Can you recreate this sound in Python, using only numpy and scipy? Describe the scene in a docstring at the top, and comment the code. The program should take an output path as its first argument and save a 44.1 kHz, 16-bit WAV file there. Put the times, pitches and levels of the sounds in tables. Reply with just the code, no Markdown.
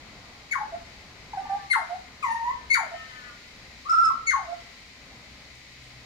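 """From a hallway with an open door: outdoor hiss and a low traffic hum throughout, and at first a faint murmur
of distant song. Just outside, a butcherbird whistles steep downward whips that crack as they break and end
in a soft hoot. Fluted notes come between them while another bird wails far off. One loud ringing note
leads to the last whip; a faint tick and rustle close the scene. The hard little room smears the slides
and makes the held notes throb."""
import sys
import numpy as np
from scipy import signal
from scipy.fft import rfft, irfft, next_fast_len
from scipy.io import wavfile
from scipy.ndimage import uniform_filter1d

SR = 44100
rng = np.random.default_rng(int(sys.argv[2]) if len(sys.argv) > 2 else 0)


def inscribe(sig):
    """Save sig as 16-bit PCM at rate SR to the path in sys.argv[1].

    A 1-D sig is mono; a 2-D sig holds one channel per row.
    Samples are clipped to [-1, 1] before scaling.
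    """
    pcm = np.round(np.clip(np.atleast_2d(sig).T, -1, 1) * 32767)
    wavfile.write(sys.argv[1], SR, pcm.astype(np.int16))


N = 266893
TIME = np.arange(N) / SR
# Timbre of the ringing note. Each entry: relative level in dB, from harmonic 2 upward.
RING_TIMBRE = [-34, -41, -20, -36, -37.5, -52, -46, -53, -53, -46]


def undb(db):
    """Decibels to gain."""
    return 10 ** (np.asarray(db) / 20)


def unit(x):
    """Scale to rms 1."""
    return x / np.sqrt(np.mean(x ** 2))


def curves(rows):
    """Automation lanes: each column of a table, joined by straight lines in time."""
    times, *columns = np.transpose(rows)
    return [np.interp(TIME, times, column) for column in columns]


def along(hz, rows, axis=1):
    """One column of a table, read on a log-frequency axis."""
    rows = np.array(rows, float)
    return np.interp(np.log(hz + 1e-3), np.log(rows[:, 0]), rows[:, axis])


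def colour(x, rows, axis=1):
    """EQ by a table of Hz and dB."""
    size = next_fast_len(x.shape[-1] + 2048)
    gain = undb(along(np.fft.rfftfreq(size, 1 / SR), rows, axis))
    return irfft(rfft(x, size) * gain, size)[..., :x.shape[-1]]


def walk(rate_hz):
    """Smooth random modulation of rms 1."""
    step = max(int(SR / rate_hz), 2)
    held = np.repeat(rng.standard_normal(N // step + 1), step)
    return unit(uniform_filter1d(uniform_filter1d(held, step), step)[:N])


def envelope(t, length_s, attack_s, release_s):
    """Attack, hold and release of a note that starts at t = 0."""
    return np.clip(np.minimum(t / attack_s, (length_s - t) / release_s), 0, 1)


def bell(centre_s, half_s):
    """A smooth swell of height 1."""
    return np.exp(-((TIME - centre_s) / half_s) ** 2)


def bursts(rows, spectrum):
    """Short swells of coloured noise."""
    swells = sum(undb(db) * bell(centre_s, half_s) for centre_s, db, half_s in rows)
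    return swells * unit(colour(rng.standard_normal(N), spectrum))


def air(spectrum, db, sway_db):
    """A stereo noise bed that sways slightly, narrow in the bass and wide in the treble."""
    # Stereo image. Each row: frequency in Hz, likeness of the two sides from 0 to 1.
    likeness = [(60, 0.91), (180, 0.99), (350, 0.7), (700, 0.78), (1500, 0.23), (4000, 0), (12000, 0)]
    # Panning. Each row: frequency in Hz, left minus right in dB.
    balance = [(60, 2), (110, -0.5), (200, 1), (380, 1.5), (700, 0), (1290, 4.0), (2380, 8), (4400, -2),
               (8120, -3.5), (15000, 2.5)]
    hz, sign = np.fft.rfftfreq(N, 1 / SR), np.array([[1], [-1]])
    alike = along(hz, likeness)
    mid, side = rfft(rng.standard_normal((2, N)))
    pair = np.sqrt(1 + alike) * mid + sign * np.sqrt(1 - alike) * side
    eq = undb(along(hz, spectrum) + sign * along(hz, balance) / 2)
    return unit(irfft(pair * eq, N)) * undb(db + sway_db * walk(5.95))


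def outdoors():
    """A low wash that slowly swells and sinks, under a quiet hiss."""
    # Colours of the wash and the hiss. Each row: frequency in Hz, relative level in dB.
    wash_eq = [(12, -39), (20, -9.5), (54, -4), (182, -9), (247, -7.5), (336, -14), (719, -13.5),
               (975, -17), (1050, -10.5), (1110, -21.5), (1200, -14), (1320, -16.5), (1900, -19),
               (2470, -52), (4180, -120)]
    hiss_eq = [(1000, -31), (1700, -12), (1780, -9.5), (1990, -0.5), (2270, -3.5), (2610, -6.5),
               (2780, -10.5), (3020, -7.5), (3440, -10), (3920, -5.5), (4680, -7.5), (6010, -15),
               (6720, -14), (8560, -26.5), (15600, -34.5)]
    # Fader ride of the wash. Each row: time in seconds, gain in dB.
    wash_ride = [(0, 0), (1.1, 1.5), (2.1, 0.5), (4.7, -0.5), (5.1, -1.5), (6.05, -1.3)]
    swell_db, = curves(wash_ride)
    return undb(swell_db) * air(wash_eq, db=-53, sway_db=1.4) + air(hiss_eq, db=-49.5, sway_db=0.6)


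def traffic(hum_hz=62.4, waver=.025, throb_db=3, left_db=2.2):
    """A far engine drones, throbs and swells now and then; its octave grows near the end."""
    # Each row: centre in seconds, half length in seconds, fundamental boost in dB, octave boost in dB.
    swells = [(.92, .2, 6.5, 3), (2.62, 0.22, 9, -2), (4.3, 0.23, 7.5, 4), (5.552, 0.34, 6.5, 5),
              (5.9, .22, -1, 15)]
    low_db = -63 + sum(up_db * bell(s, half_s) for s, half_s, up_db, _ in swells)
    octave_db = -70 + sum(up_db * bell(s, half_s) for s, half_s, _, up_db in swells)
    phase = 2 * np.pi * np.cumsum(hum_hz * (1 + waver * walk(30))) / SR
    low = undb(low_db + throb_db * walk(24.9)) * np.sin(phase)
    octave = undb(octave_db + throb_db * walk(25)) * np.sin(2 * phase)
    return (low + octave) * undb([[left_db], [0]])


def murmur():
    """Distant song, blurred to a faint hollow noise."""
    # Each row: centre in seconds, level in dB, half length in seconds.
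    swells = [(.08, -65, 0.097), (.36, -57.5, 0.2)]
    # Each row: frequency in Hz, relative level in dB.
    hollow_eq = [(400, -24), (600, -3), (740, 4), (1000, -10), (1400, -9), (2000, -41)]
    return bursts(swells, hollow_eq)


def syrinx(notes, overtones_db, jitter, shimmer_db, hoarse):
    """A trembling, nearly pure whistle whose membranes add slightly hoarse overtones when pressed."""
    out, tremble, flutter = np.zeros(N), walk(350), walk(200)
    grit = hoarse * walk(1200)
    for hz, gain, press_db in notes:  # a note is three curves: pitch, gain, overtone strength
        on = gain > 0
        pitch = uniform_filter1d(hz[on], size=130) * (1 + jitter * tremble[on])
        phase = 2 * np.pi * np.cumsum(pitch) / SR
        overtones = sum(undb(db) * np.sin(k * (phase + grit[on])) * (k * pitch < SR / 2)
                        for k, db in enumerate(overtones_db, 2))
        tone = np.sin(phase) + undb(press_db[on]) * overtones
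        out[on] += gain[on] * undb(shimmer_db * flutter[on]) * tone
    return out


def whips():
    """Each high note is held, breaks, and falls fast then slower, warbling, fading and mellowing."""
    # Each row: start, attack, hold and length in seconds, top pitch in Hz, flick before the break in Hz,
    # time to fall halfway in seconds, level in dB, overtone strength in dB.
    cues = [(0.51, .016, .015, .086, 2290, 0, .021, -24.5, 5),
            (1.699, 0.023, .031, 0.15, 2200, 1, .017, -21.5, 7),
            (2.698, .022, .048, .179, 2235, 264.5, .0185, -21, 3),
            (4.263, 0.036, .041, 0.21, 2288, -3, .026, -21, 10)]
    # Each row: one whip's relative overtone levels in dB, from harmonic 2 upward.
    timbres = [
        [-15.5, -15.5, -40, -20.5, -28, -33],
        [-9, -26, -20.5, -16.5, -32, -52],
        [-7.5, -14.5, -22, -22.5, -46, -58],
        [-12.5, -9, -24.5, -29, -44, -44],
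    ]
    sag_hz_per_s, floor_hz = 4600, 438
    flick_s, flick_db_per_hz = .009, 0.0568
    warble_hz, warble_share, warble_db = 34.48, 0.058, 2
    break_db, fade_db_per_s = 3, 123
    ease_db_per_s, mellow_db_per_octave = 249, 11.5
    out = np.zeros(N)
    for cue, timbre in zip(cues, timbres):
        start_s, attack_s, hold_s, length_s, top_hz, flick_hz, halfway_s, db, press_db = cue
        t = np.clip(TIME - start_s, 0, length_s)
        falling = np.maximum(t - hold_s, 0)
        flick = flick_hz * bell(start_s + hold_s - flick_s / 2, flick_s)
        held = top_hz - sag_hz_per_s * np.minimum(t, hold_s) + flick
        warble = np.sin(2 * np.pi * warble_hz * falling)  # the fall goes in small steps
        hz = (floor_hz + (held - floor_hz) / (1 + falling / halfway_s)) * (1 - warble_share * warble)
        lost_db = break_db * np.minimum(falling / halfway_s, 1) + fade_db_per_s * falling
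        gain = envelope(t, length_s, attack_s, release_s=0.004) * undb(db - lost_db + warble_db * warble)
        # overtones fade as the pressure eases and the pitch drops
        mellow_db = ease_db_per_s * t + mellow_db_per_octave * np.log2(top_hz / hz)
        note = hz, gain, press_db - mellow_db + flick_db_per_hz * flick
        out += syrinx([note], timbre, jitter=0.0082, shimmer_db=2.5, hoarse=0.14)
    return out


def rasps():
    """The voice cracks with a short rasp where the pitch breaks."""
    # Each row: centre in seconds, level in dB, half length in seconds.
    cracks = [(.526, -54, 0.0038), (1.733, -41, 0.0077), (2.234, -57, 0.007), (2.325, -54.5, 0.019),
              (2.752, -43, 0.012), (4.309, -45, 0.0053)]
    # Each row: frequency in Hz, relative level in dB.
    rasp_eq = [(1200, -39), (2500, 7.5), (4000, -5), (6500, -16), (8000, -7), (10200, 10.5), (12000, -20),
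               (15000, -15)]
    return bursts(cracks, rasp_eq)


def hoots(press_db=-19):
    """Short mellow notes for the syrinx that slide evenly upward."""
    # Each row: start and length in seconds, pitch and rise in Hz, level in dB.
    cues = [(.603, .03, 835, 20, -19.5), (0.718, 0.05, 672, 22, -28), (1.89, .08, 683, 62, -30),
            (2.914, 0.043, 675, 11, -29.5), (3.85, 0.042, 1084, 314, -34.5), (4.469, .08, 677.6, 30, -30.5)]
    for start_s, length_s, pitch_hz, rise_hz, db in cues:
        t = np.clip(TIME - start_s, 0, length_s)
        gain = envelope(t, length_s, attack_s=0.018, release_s=0.0099) * undb(db)
        yield pitch_hz + rise_hz * t / length_s, gain, np.full(N, press_db)


def flutes(scoop_share=.055, lift_share=.16, waver=.009, ease_db_per_s=35):
    """Low notes for the syrinx: each scoops down onto its pitch, catches once, mellows and lifts."""
    # Each row: start and length in seconds; pitch, scoop and closing lift in Hz; level and overtone
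    # strength in dB; time of the catch in seconds; its depth and the accent after it in dB.
    cues = [(1.332, .073, 778, 296, -20, -28.5, -12, 1.359, 24, 4),
            (1.453, .113, 779.6, 150, 49, -27, -14, 1.478, 16, 2.5),
            (2.225, .293, 916, 440, 130, -28, -1, 2.400, 9, 0)]
    for start_s, length_s, pitch_hz, scoop_hz, lift_hz, db, press_db, catch_s, catch_db, accent_db in cues:
        t = np.clip(TIME - start_s, 0, length_s)
        done = t / length_s
        hz = pitch_hz + scoop_hz * np.exp(-done / scoop_share) + lift_hz * np.exp((done - 1) / lift_share)
        half_s = .007 + 0.095 * length_s  # longer notes catch for longer
        catch = catch_db * np.minimum(2 * bell(catch_s, half_s) ** 2, 1)
        accent = accent_db * np.clip((TIME - catch_s) / half_s, 0, 1)
        gain = envelope(t, length_s, attack_s=0.0062, release_s=0.0067) * undb(db - catch + accent)
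        yield hz * (1 + waver * walk(50)), gain, press_db - ease_db_per_s * t


def far_bird(waver=0.0052, flicker_db=2.5, fade_s=0.041, harmonics=13):
    """Long wails from across the gardens that sag at the end; only their middle overtones carry."""
    # Each row: start and length in seconds, pitch and closing sag in Hz, level before the EQ in dB.
    calls = [(1.38, 0.4, 592.7, 14.3, -53), (2.302, .44, 255, 3, -56), (2.9, .44, 260, 23, -49.5)]
    # Each row: frequency in Hz, gain in dB.
    wail_eq = [(900, -37), (1180, 3), (1235, -7), (1290, -3), (1440, 7.5), (1540, -13), (1680, -5),
               (1800, 0), (1950, -7), (2300, -26), (2800, -17.5), (3130, -6.5), (3500, -37)]
    out, drift = np.zeros(N), 1 + waver * walk(60)
    for start_s, length_s, pitch_hz, sag_hz, db in calls:
        on = (TIME > start_s) & (TIME < start_s + length_s)
        t = TIME[on] - start_s
        hz = (pitch_hz - sag_hz * (t / length_s) ** 2) * drift[on]
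        phase = 2 * np.pi * np.cumsum(hz) / SR
        tone = sum(np.sin(k * phase) for k in range(1, harmonics + 1))
        out[on] += envelope(t, length_s, fade_s, fade_s) * undb(db) * tone
    return colour(out, wail_eq) * undb(flicker_db * walk(24.36))


def ringing_note(start_s=3.892, length_s=.226, fade_db_per_s=16, bright_db=4):
    """A loud, wavering tone whose overtones come and go; it bends down and loses them as it ends."""
    # Each row: time in seconds, pitch in Hz, strongest overtone in dB before brightening and mellowing.
    contour = [(3.9, 1314, -39.5), (3.928, 1377, -42.5), (3.944, 1288, -47), (3.962, 1310, -41.5),
               (3.976, 1338, -57), (3.988, 1349, -48), (4.014, 1367, -52), (4.026, 1296, -52),
               (4.06, 1326, -32), (4.075, 1293, -41)]
    drop_hz, drop_s, mellow_db_per_hz = 570, 0.01296, 0.2
    t = np.clip(TIME - start_s, 0, length_s)
    hz, overtone_db = curves(contour)
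    drop = drop_hz * np.exp((t - length_s) / drop_s)
    db = -16.5 - fade_db_per_s * t
    gain = envelope(t, length_s, attack_s=.004, release_s=.055) * undb(db)
    press_db = overtone_db - db - max(RING_TIMBRE) + bright_db - mellow_db_per_hz * drop
    return syrinx([(hz - drop, gain, press_db)], RING_TIMBRE, jitter=0.003, shimmer_db=1.8, hoarse=0.034)


def butcherbird():
    """The whole phrase: rough-edged whips, mellow hoots and flutes, one ringing note."""
    # Timbre of hoots and flutes. Each entry: relative level in dB, from harmonic 2 upward.
    mellow_timbre = [-8.5, -23, -28.5, -26.5, -27, -24.5, -47, -42, -49, -31.5, -36, -34, -34]
    rough = whips()
    mellow = syrinx([*hoots(), *flutes()], mellow_timbre, jitter=0.012, shimmer_db=2.0, hoarse=0.082)
    return rough + mellow + ringing_note() + rasps()


def rustle():
    """A faint tick and a soft, bright rustle nearby."""
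    # Each row: centre in seconds, level in dB, half length in seconds.
    touches = [(5.555, -57, .002), (5.57, -73, .018), (5.835, -67, .015), (5.89, -71, 0.055)]
    # Each row: frequency in Hz, relative level in dB.
    rustle_eq = [(2000, -30), (6000, -2), (9000, 5), (12000, -8), (15500, -8)]
    return bursts(touches, rustle_eq)


def tail(t60_s, treble_t60_s, onset_s, crossover_hz=3500):
    """Dense echoes that build up and die away, the treble sooner."""
    t, noise = TIME[:SR], rng.standard_normal(SR)
    low = signal.sosfilt(signal.butter(2, crossover_hz, fs=SR, output="sos"), noise)
    high = signal.sosfilt(signal.butter(2, crossover_hz, "high", fs=SR, output="sos"), noise)
    rise = 1 - np.exp(-t / onset_s)
    slow, fast = (rise * np.exp(-np.log(1000) * t / s) for s in (t60_s, treble_t60_s))
    return (low * slow - high * fast) / np.sqrt(np.sum(slow ** 2))


def hall_modes(side, t60_s=0.21):
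    """Impulse response of the standing waves between the walls."""
    # Each row: pitch in Hz, left and right gain in dB.
    resonances = [(825, 0.5, -4), (908, -2, -11), (1092, 20.5, 9), (1180, -22, -15), (1260, -24, -21),
                  (1390, -5, -23), (1460, -22, -14), (1680, -26, -17), (1680, -10, -24), (1840, -6, -19),
                  (1950, -2, -11), (2080, -5, -21), (2340, -17, -22)]
    t, fade = TIME[:SR], np.log(1000) / t60_s
    waves = sum(undb(row[side + 1]) * np.cos(2 * np.pi * row[0] * t) for row in resonances)
    return 2 * fade / SR * np.exp(-fade * t) * waves


def hallway(x, right_lead_ms=0.19):
    """Each side hears the doorway, hard reflections, the room's modes and reverb, and a garden echo."""
    # Bounces off floor, walls and door frame. Each row: left and right delay in milliseconds, gain in dB.
    reflections = [(3.1, 4.1, -49.5), (7.4, 4, -10), (12.3, 11, -10.5), (19.5, 14, -16)]
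    # The doorway's shading and the reverb's colour. Each row: frequency in Hz, left and right gain in dB.
    doorway_eq = [(650, -7, -3.5), (827, -1.5, 0), (1000, 2, 0.5), (1270, 0.5, -4), (1754, 0, -5.5),
                  (2110, 9.5, -0.5), (4360, -3, -4), (7300, -8, 6.5), (11140, -11.5, -0.5)]
    reverb_eq = [(680, -7, -6), (950, 5.5, 1.5), (1420, 4.5, 6), (1830, 9.5, -3), (4500, -5, -5),
                 (6900, -1.5, 6.5), (11100, -1.5, 1.5)]
    sides = []
    for side in range(2):
        early = np.interp(TIME + side * right_lead_ms / 1000, TIME, x)
        for row in reflections:
            early += undb(row[2]) * np.interp(TIME - row[side] / 1000, TIME, x)
        diffuse = undb(-4) * tail(t60_s=0.37, treble_t60_s=0.25, onset_s=0.0055)
        garden = undb(-21.5) * tail(t60_s=1.17, treble_t60_s=0.585, onset_s=0.06)
        response = colour(diffuse + garden, reverb_eq, axis=side + 1) + hall_modes(side)
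        sides.append(colour(early, doorway_eq, axis=side + 1) + signal.fftconvolve(x, response)[:N])
    return np.array(sides)


def scene():
    """Birds and rustle sound through the hallway, over the outdoor bed and the hum."""
    bed = outdoors()
    distant = far_bird() + murmur()
    return hallway(butcherbird() + distant + rustle()) + bed + traffic()


def record(dry):
    """A steep low-pass trims the very top."""
    top_hz = 15750
    return signal.sosfilt(signal.ellip(10, .1, 80, top_hz, fs=SR, output="sos"), dry)


dry = scene()
out = record(dry)
inscribe(out)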